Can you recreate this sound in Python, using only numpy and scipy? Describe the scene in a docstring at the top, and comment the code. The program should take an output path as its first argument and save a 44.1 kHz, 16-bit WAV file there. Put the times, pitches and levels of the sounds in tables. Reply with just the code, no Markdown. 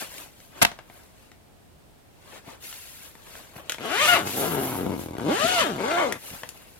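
"""Unzipping a tent at night

Inside a tent on a quiet night, close to the camera's stereo microphone. Nylon rustles, something
hard clacks against the camera, the zip pull ticks. Then the door zip, to the left, is drawn open in
four strokes. Its teeth tick through the slider at the speed of the hand, so the buzz rises and
falls; they drum on the door panel while the loose cloth swishes aside."""
import sys
import numpy as np
from scipy import signal
from scipy.fft import rfft, irfft
from scipy.io import wavfile
from scipy.ndimage import uniform_filter1d

SR = 44100
rng = np.random.default_rng(int(sys.argv[2]) if len(sys.argv) > 2 else 0)


def to_wav(s):
    """Save 16-bit WAV."""
    ch = np.atleast_2d(s).T  # columns
    pcm = np.round(np.clip(ch, -1, 1) * 32767)  # PCM
    wavfile.write(sys.argv[1], SR, pcm.astype(np.int16))


N = 299829
TIME = np.arange(N) / SR


def undb(db):
    """Decibels to gain."""
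    return 10 ** (np.asarray(db) / 20)


def unit(x):
    """Scale to rms 1."""
    return x / np.sqrt(np.mean(x ** 2) + 1e-18)


def steady(x, size=1500):
    """Hold the short-term rms at 1, so that the force alone sets the level."""
    power = uniform_filter1d(uniform_filter1d(x ** 2, size), size)
    return x / np.sqrt(np.abs(power) + 1e-4 * np.mean(x ** 2))


def colour(x, points, size=4096):
    """Minimum-phase filter through (freq_hz, gain_db) points, falling 12 dB an octave beyond the ends."""
    hz, db = np.transpose(points)
    octave = np.log2(np.maximum(np.fft.rfftfreq(size, 1 / SR), 1))
    outside = np.abs(octave - np.clip(octave, np.log2(hz[0]), np.log2(hz[-1])))
    cepstrum = irfft(np.log(undb(np.interp(octave, np.log2(hz), db) - 12 * outside)))
    cepstrum[1:size // 2] *= 2
    cepstrum[size // 2 + 1:] = 0
    return signal.fftconvolve(x, irfft(np.exp(rfft(cepstrum))))[:len(x)]


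def walk(rate_hz):
    """Random drift with a spread near 1."""
    knots = rng.standard_normal(N // 20)
    return np.interp(TIME * rate_hz, np.arange(len(knots)), knots)


def noise():
    """White noise."""
    return rng.standard_normal(N)


def decay(t, t60):
    """An exponential fall of 60 dB in t60 seconds."""
    return np.exp(-np.log(1000) * t / t60)


def impulses(times, sizes, count=8):
    """Band-limited clicks placed between the samples."""
    at = np.asarray(times)[:, None] * SR
    taps = at.astype(int) + np.arange(1 - count, count + 1)
    clicks = sizes[:, None] * np.sinc(taps - at) * np.sinc((taps - at) / count)
    out = np.zeros(N)
    np.add.at(out, np.clip(taps, 0, N - 1), clicks)
    return out


def add(track, start_s, sound):
    """Mix a short sound into a track."""
    start = int(start_s * SR)
    track[start:start + len(sound)] += sound[:N - start]


def in_tent(x, lag_ms, left_db, wet_db, t60=0.039, stir_hz=14, size=8192):
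    """Two close capsules, the left hearing first; moving cloth scatters a shifting tail into each."""
    t = np.arange(size) / SR
    late = irfft(rfft(x) * np.exp(-2j * np.pi * np.fft.rfftfreq(N, 1 / SR) * lag_ms / 1000), N)
    # bass passes out through the thin nylon
    reflected = colour(x, [(200, 0.17), (900, 5.8), (2500, 6.1), (16000, 1.4)])
    out = []
    for direct in (x, late):
        tails = rng.standard_normal((4, size)) * decay(t, t60)
        shares = np.array([walk(stir_hz) for _ in tails])
        shares /= np.linalg.norm(shares, axis=0)
        echoes = [signal.oaconvolve(reflected, tail / np.linalg.norm(tail))[:N] for tail in tails]
        out.append(direct + undb(wet_db) * np.sum(shares * echoes, axis=0))
    return np.array(out) * undb([[left_db / 2], [-left_db / 2]])


# Spectrum of the night's noise floor at each capsule: freq_hz, gain_db
NIGHT_SPECTRUM = [(15, -50), (25, -8.5), (76, -5.5), (127, -7.5), (161, -7.5), (263, -11.5), (624, -14.5),
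                  (677, -13.5), (1400, -26.5), (2910, -47), (6920, -55), (8590, -31), (9320, -55),
                  (13600, -34), (16000, -61)]

def night():
    """Still air outside: a faint rumble, its bass common to both capsules, under their own hiss."""
    bass = unit(colour(noise(), [(30, -19), (80, 0.5), (130, -9), (300, -24.5)]))
    air = np.array([unit(colour(noise(), NIGHT_SPECTRUM)) for _ in range(2)])
    hiss_spectrum = [(1500, 7), (3000, 5), (6000, -0.5), (11000, -1), (15000, -4.5)]
    hiss = np.array([unit(colour(noise(), hiss_spectrum)) for _ in range(2)])
    return undb(-66.5) * bass + undb(-55) * air + undb(-62) * hiss


# Soft bumps against the tent: start_s, level_db
FLOOR_BUMPS = [(0.39, -67), (0.622, -40), (2.476, -55.5), (3.562, -53), (6.313, -55), (6.333, -54)]
# Spectrum of one bump: freq_hz, gain_db
BUMP_SPECTRUM = [(35, -7), (80, -1), (170, 4), (300, -10), (700, -26)]

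def bumps(size=6000):
    """Dull, short shoves of the tent floor, a little left of the microphone."""
    t, out = np.arange(size) / SR, np.zeros(N)
    for start_s, db in FLOOR_BUMPS:
        shove = rng.standard_normal(size) * decay(t, 0.047)
        add(out, start_s, undb(db) * unit(colour(shove, BUMP_SPECTRUM)))
    return out * undb([[1.5], [-1.5]])


# Single ticks, body and snap relative to the ring: start_s, level_db, body_db, snap_db
PULL_AND_CREASE_TICKS = [(0.4024, -61.5, -8, -17), (.7160, -49, 4, -25), (0.789, -49.5, 15, -28),
                         (.8990, -55, 19, -22), (1.317, -59, -3, -24), (2.7270, -50.5, -9, -12),
                         (3.1530, -56.5, 10, -13), (3.3534, -54.5, 3, -18), (3.5635, -55, 19, -18),
                         (3.696, -34, -19, -7), (3.7206, -38, -18, -2), (3.7447, -46.5, -3, -10),
                         (3.7833, -47.5, 14, -25), (5.1674, -52, 16, -21), (5.1975, -45.5, 19, -10),
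                         (6.124, -35.5, -5, -2.5), (6.434, -43, 5, -25), (6.4900, -45, -18, 12.5)]
# Spectra of a tick's ring, dull body and bright snap (also in clack and zip): freq_hz, gain_db
TICK_RING_SPECTRUM = [(400, -10.5), (1000, -10.5), (1600, 2.5), (2400, -6.5), (3200, -0.5), (4500, -11),
                      (7000, -9.5), (16000, -31.5)]
TICK_BODY_SPECTRUM = [(150, -4), (400, -6), (900, -1.5), (1400, -5), (2200, -6.5), (4000, -20)]
SNAP_SPECTRUM = [(2000, -5), (5000, -3), (8000, 0.5), (11500, 5.5), (16000, -18.5)]

def ticks(size=3000):
    """Light, dry contacts of the zip pull and of snapping creases, close on the left."""
    t, out = np.arange(size) / SR, np.zeros(N)
    spectra = TICK_RING_SPECTRUM, TICK_BODY_SPECTRUM, SNAP_SPECTRUM
    for start_s, db, body_db, snap_db in PULL_AND_CREASE_TICKS:
        push = rng.standard_normal(size) * (decay(t, 0.01) + undb(-14.5) * decay(t, 0.064))
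        ring, body, snap = (unit(colour(push, points)) for points in spectra)
        add(out, start_s, undb(db) * unit(ring + undb(body_db) * body + undb(snap_db) * snap))
    return in_tent(out, lag_ms=0.053, left_db=4.5, wet_db=-10, t60=0.2)


def fibres(points, rate_hz, spread_db, hiss_db, flutter_db):
    """Threads catch and let go: tiny clicks of scattered size over a smooth hiss."""
    catches = (rng.random(N) < rate_hz / SR) * noise()
    catches *= undb(spread_db * np.minimum(rng.exponential(size=N), 4))
    friction = colour(unit(catches) + undb(hiss_db) * noise(), points)
    return unit(friction * undb(flutter_db * walk(40)))


# Folds of nylon being moved: crest_s, rise_s, fall_s, crumple_db, rub_db, swish_db
NYLON_FOLDS = [ (0.01, 0.079, 0.068, -42.5, -38.5, -46), (0.205, 0.31, 0.091, -52.5, -48, -46.5),
               (0.42, 0.18, 0.16, -67, -60, -58), (0.586, 0.063, 0.16, -45, -54.5, -59),
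               (0.965, 0.14, 0.19, -59, -61, -59), (1.22, 0.17, .15, -67, -63.5, -70),
               (2.372, 0.18, .045, -51, -54, -58.5), (2.488, 0.056, 0.094, -47.5, -53, -60),
               (2.639, 0.035, 0.47, -61.5, -47, -45.5), (3.06, 0.32, .07, -61.5, -52.5, -50.5),
               (3.355, 0.22, 0.22, -53, -52.5, -53.5), (3.568, 0.046, 0.076, -48, -57.5, -53),
               (3.68, 0.07, 0.23, -54.5, -59, -73), (4.095, 0.12, 0.08, -64, -55, -31),
               (4.28, 0.052, 0.24, -57, -39, -40.5), (4.41, 0.16, 0.21, -58, -40.5, -30.5),
               (4.66, 0.3, 0.23, -42, -50, -34.5), (5.012, .07, .09, -63.5, -49, -45),
               (6.26, 0.1, 0.18, -55, -48.5, -44.5), (6.35, 0.1, 0.18, -50.5, -50, -50),
               (6.55, 0.13, 0.69, -59, -60, -58), ]

def folds(fade_db=-15.5, roundness=1.32):
    """Each fold swells to its crest and dies away; gives the gains of crumple, rub and swish."""
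    power = np.zeros((3, N))
    for crest_s, rise_s, fall_s, *db in NYLON_FOLDS:
        away = np.maximum((crest_s - TIME) / rise_s, (TIME - crest_s) / fall_s)
        swell = undb(fade_db * np.minimum(away, 10) ** roundness)
        power += (undb(db)[:, None] * swell) ** 2
    return np.sqrt(power)


# Spectra of nylon crumpling, rubbing, sliding freely and dragged by the slider: freq_hz, gain_db
CRUMPLE_SPECTRUM = [(70, -25), (200, -4.5), (560, -4), (900, -6), (1400, -10), (3000, -15)]
RUB_SPECTRUM = [(600, -22), (1400, -2.5), (2200, 0), (3500, 2), (5500, -1), (8000, 0), (14000, -8)]
SWISH_SPECTRUM = [(4000, -14), (8500, -8.5), (10500, 3.5), (12000, 2.5), (14000, -3.5), (16000, -13.5)]
DRAG_SPECTRUM = [(5000, -14), (8500, -5), (11000, 1.5), (12500, -4), (14000, -7.5), (16000, -17)]

def cloth(drag_gain):
    """Fabric near the microphone crumples, rubs and swishes; the slider drags more of it along."""
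    crumple, rub, swish = folds()
    crumple *= fibres(CRUMPLE_SPECTRUM, rate_hz=1600, spread_db=2, hiss_db=-3, flutter_db=1.5)
    rub *= fibres(RUB_SPECTRUM, rate_hz=1900, spread_db=6, hiss_db=6.5, flutter_db=0.4)
    swish *= fibres(SWISH_SPECTRUM, rate_hz=2900, spread_db=1.5, hiss_db=2, flutter_db=1.5)
    drag = drag_gain * fibres(DRAG_SPECTRUM, rate_hz=2700, spread_db=7.5, hiss_db=-3, flutter_db=-1)
    handled = in_tent(crumple + rub, lag_ms=0.079, left_db=3, wet_db=-1.5, stir_hz=90)
    return handled + in_tent(swish + drag, lag_ms=0.06, left_db=1, wet_db=-6, stir_hz=120)


# Knocks and bounces right on the camera: start_s, level_db, relative_snap_db, t60_s
CAMERA_KNOCKS = [(.6158, -38, -20, 0.034), (0.6195, -34.5, -13, 0.027), (0.624, -33.5, -1, 0.043),
                 (.6290, -37, 1.5, 0.047), (0.6496, -34, -19, 0.016), (0.6526, -38.5, -24, 0.0094),
                 (.666, -51, -26, 0.055)]
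# Modes that ring after each knock: pitch_hz, level_db, t60_s
KNOCK_MODES = [(703, 14, 0.186), (964, -3, 0.3), (1220, -6, 0.32), (1457, -21, .16), (1820, -10, 0.12),
               (2630, 25, 0.043), (2720, -32, 0.19), (3400, -30, 0.099), (5600, -26, 0.086)]
# Spectrum of a knock's body: freq_hz, gain_db
KNOCK_SPECTRUM = [(60, -10), (130, -7), (230, -4.5), (420, -15), (700, -1), (1050, -3.5), (1800, -6),
                  (2700, -8), (3600, -8.5), (5000, -14), (9000, -23.5), (15000, -27)]

def clack(size=11000, rock_db=4, ring_db=-13):
    """Hard parts knock against the camera several times in a rush, bounce, and ring briefly."""
    t = np.arange(size) / SR
    mid, side = np.zeros((2, N))
    ring = unit(sum(undb(db) * decay(t, t60) * np.sin(2 * np.pi * hz * t)
                    for hz, db, t60 in KNOCK_MODES))
    for start_s, db, snap_db, t60 in CAMERA_KNOCKS:
        body_fade = decay(t, t60) + undb(-26.5) * decay(t, 0.27)
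        snap_fade = decay(t, 0.011) + undb(-30) * decay(t, 0.17)
        # the knock travels through the case and rocks the two capsules against each other
        for track, body_db in ((mid, 0), (side, rock_db)):
            body = unit(colour(rng.standard_normal(size) * body_fade, KNOCK_SPECTRUM))
            snap = unit(colour(rng.standard_normal(size) * snap_fade, SNAP_SPECTRUM))
            add(track, start_s, undb(db) * (undb(body_db) * body + undb(snap_db) * snap))
        add(mid, start_s, undb(db + ring_db) * ring)
    return np.array([mid + side, mid - side])


# Slider speed, one curve for each stroke: time_s, teeth_per_s
SLIDER_SPEED = [
    [(3.80, 109), (3.90, 270), (4.03, 626), (4.066, 593), (4.085, 725), (4.135, 700), (4.156, 647),
     (4.18, 368), (4.225, 107)],
    [(4.29, 91), (4.37, 133), (4.50, 174), (4.56, 140), (4.70, 128.4), (4.78, 90), (4.92, 95), (5.03, 39.2),
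     (5.13, 44)],
    [(5.19, 81.4), (5.278, 161), (5.40, 567), (5.48, 727), (5.545, 735), (5.608, 640), (5.65, 345),
     (5.72, 174)],
    [(5.78, 120), (5.82, 191), (5.92, 333), (6.00, 362), (6.07, 241), (6.12, 190), (6.18, 112)],
]
# Base levels of each stroke, held until the next: start_s, panel_db, slider_db, edge_db, nasal_db,
# rasp_db, drag_db, tightening_db_per_s, far_row_db
HAND_STROKES = [ (3.795, -38, -28, 3, -4.5, -35, -42, 11.5, -7.5),
                (4.24, -31.5, -26, -4.5, -15.5, -36, -66, 1, -6),
                (5.15, -33, -30.5, -1.5, -9, -37, -45, 0.5, -12),
                (5.78, -33.5, -25.5, -9.5, -8.5, -34.5, -55, 2.5, -6.5), ]
# Brief changes as the slider meets more or less resistance:
# centre_s, half_length_s, panel_db, slider_db, rasp_db, added_judder
TUGS_AND_LULLS = [(4.054, 0.035, 3.5, 4, 4, 0), (4.141, 0.04, 10, 0.5, -4.5, 0.13),
                  (4.322, 0.037, -8, -8, 5, 0.08), (4.578, 0.057, 2.5, 1.5, -7, 0),
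                  (4.874, 0.076, 5, -2.5, -2, 0), (5.063, 0.099, 4.5, -2.5, -1, 0.03),
                  (5.299, 0.05, 10, 4.5, 2, -.25), (5.45, 0.013, 15, -1.5, 1.5, 0.07),
                  (5.612, 0.026, 4, 6.5, 4, 0), (5.996, 0.084, 0, 3, -4.5, .01)]

def hand(ease_s=6.05, stop_s=6.18, cruise_hz=400, panel_best_hz=210, judder_hz=165, least_judder=0.31):
    """The hand's strokes and tugs set the zip's tooth rate, its judder and the gain of each part."""
    tooth_hz = np.interp(TIME, *np.vstack(SLIDER_SPEED).T)
    start, *columns = np.transpose(HAND_STROKES)
    stroke = np.maximum(np.searchsorted(start, TIME) - 1, 0)
    middle = (start + np.append(start[1:], stop_s)) / 2
    *levels, tightening, far_row_db = (column[stroke] for column in columns)
    panel, slider, edge, nasal, rasp, drag = (uniform_filter1d(db, size=1500) for db in levels)
    from_middle_s = np.clip(TIME, start[0], stop_s) - middle[stroke]
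    force_db = uniform_filter1d(tightening * from_middle_s, size=1500)
    force_db += np.interp(TIME, [ease_s, stop_s], [0, -11.5])  # the hand lets up
    moving = undb(force_db) * uniform_filter1d(1. * ((TIME > start[0]) & (TIME < stop_s)), size=800)
    tug_panel, tug_slider, tug_rasp, tug_judder = sum(
        np.outer(change, np.exp(-((TIME - centre_s) / half_s) ** 2))
        for centre_s, half_s, *change in TUGS_AND_LULLS)
    # a slow slider judders; the panel drums best at one rate; slider, rasp and drag grow with speed
    judder = least_judder + (1 - least_judder) / (1 + (tooth_hz / judder_hz) ** 2) + tug_judder
    off_best_db = -1.85 * np.log2(tooth_hz / panel_best_hz) ** 2
    octaves = np.log2(tooth_hz / cruise_hz)
    return dict(panel=moving * undb(panel + tug_panel + off_best_db),
                slider=moving * undb(slider + tug_slider + 6 * octaves),
                rasp=moving * undb(rasp + tug_rasp + 7.5 * octaves),
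                drag=moving * undb(drag + 7 * octaves),
                tooth_hz=tooth_hz, moving=moving, edge=undb(edge), nasal=undb(nasal),
                judder=np.clip(judder, 0, 1), far_row_db=far_row_db)


def teeth(pull, jitter_teeth=0.0996, uneven_db=3.5, contact_teeth=0.49, longest_scrape_s=0.007):
    """Two rows of teeth snap through the slider; each near tooth leaves a brief scrape."""
    passed = np.cumsum(pull["tooth_hz"] * (1 + 0.0046 * walk(70))) / SR
    chance = rng.standard_normal((N // 50, 4))[:int(passed[-1])]
    tooth = np.arange(len(chance))
    due_s = np.interp(tooth, passed, TIME)
    # a juddering slider takes the teeth unevenly in time and force; a running one sings
    near_slip, near_force, far_slip, far_force = chance.T * np.interp(due_s, TIME, pull["judder"])
    near_s = np.interp(tooth + jitter_teeth * near_slip, passed, TIME)
    near_row = impulses(near_s, undb(uneven_db * near_force))
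    # the far row lets go about half a tooth later and strengthens the octave
    far_s = np.interp(tooth + 0.466 + jitter_teeth * far_slip, passed, TIME)
    far_row = impulses(far_s, undb(np.interp(due_s, TIME, pull["far_row_db"]) + uneven_db * far_force))
    scrape_teeth = np.minimum(contact_teeth, longest_scrape_s * pull["tooth_hz"])
    scrape = steady(noise() * np.exp(-(passed % 1) / scrape_teeth))
    return near_row, far_row, scrape


# Spectra of the door panel, the slider's body, bright edge and nasal ring, the tape: freq_hz, gain_db
PANEL_SPECTRUM = [(40, 4), (80, 5), (125, 1.5), (190, 3), (280, 4), (400, -1.5), (520, -13.5), (750, -13),
                  (1500, -90)]
SLIDER_SPECTRUM = [(200, -4.5), (430, 6.5), (580, 5), (740, 4), (1000, 5), (1400, -6), (2200, 1.5),
                   (3400, -19.5), (6000, -39)]
EDGE_SPECTRUM = [(700, -19), (1300, -1), (1800, 18.5), (2300, 16.5), (2900, 13.5), (3600, 6), (4500, -4.5),
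                 (8000, -20)]
NASAL_SPECTRUM = [(800, -17), (1080, 0), (1350, -4), (1500, -5.5), (1800, -21)]
TAPE_SPECTRUM = [(1200, -27), (2500, 7), (4000, 6), (5200, -0.5), (7500, 1.5), (10000, -5), (16000, -34)]
# Extra level at the left capsule, on the door side: freq_hz, left_over_right_db
DOOR_BALANCE = [(100, 2.5), (400, 3.5), (1300, 9), (2400, 7), (4400, 8), (8000, 6.5), (15000, -2)]

def zipper(pull):
    """The door zip, close on the left: its teeth drum on the panel, ring the slider and rasp the tape."""
    near_row, far_row, scrape = teeth(pull)
    both_rows = near_row + far_row
    panel = steady(colour(near_row + undb(-7) * far_row, PANEL_SPECTRUM))
    drive = steady(both_rows) + undb(-7) * pull["judder"] * scrape
    body, edge, nasal = (steady(colour(drive, points))
                         for points in (SLIDER_SPECTRUM, EDGE_SPECTRUM, NASAL_SPECTRUM))
    bite = (0.21 + pull["tooth_hz"] / 470) ** 0.48 * pull["edge"]  # a faster pull is brighter
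    slider = steady(body + bite * edge + pull["nasal"] * nasal) * undb(2 * walk(45))
    buzz = pull["panel"] * panel + pull["slider"] * slider
    buzz = in_tent(buzz, lag_ms=0.11, left_db=-0.85, wet_db=-6.5, t60=0.05, stir_hz=16)
    # the tape rubs along the slider, catching at each tooth
    tape = steady(colour(scrape + undb(-3) * steady(both_rows), TAPE_SPECTRUM))
    # every tooth adds a tiny bright click, however slow the pull
    clicks = undb(-28) * pull["moving"] * colour(both_rows, SNAP_SPECTRUM)
    rasp = in_tent(pull["rasp"] * tape + clicks, lag_ms=0.076, left_db=-4.5, wet_db=-4.5, stir_hz=120)
    left, right = buzz + rasp
    return np.array([colour(left, [(hz, db / 2) for hz, db in DOOR_BALANCE]),
                     colour(right, [(hz, -db / 2) for hz, db in DOOR_BALANCE])])


def scene():
    """Everything that reaches the microphone inside the tent."""
    pull = hand()
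    return zipper(pull) + cloth(pull["drag"]) + clack() + ticks() + bumps() + night()


def record(dry, top_hz=16100):
    """The camera clips at full scale and cuts the highest treble."""
    lowpass = signal.ellip(10, 0.2, 70, top_hz, fs=SR, output="sos")
    return signal.sosfilt(lowpass, np.clip(dry, -1, 1))


dry = scene()
out = record(dry)
to_wav(out)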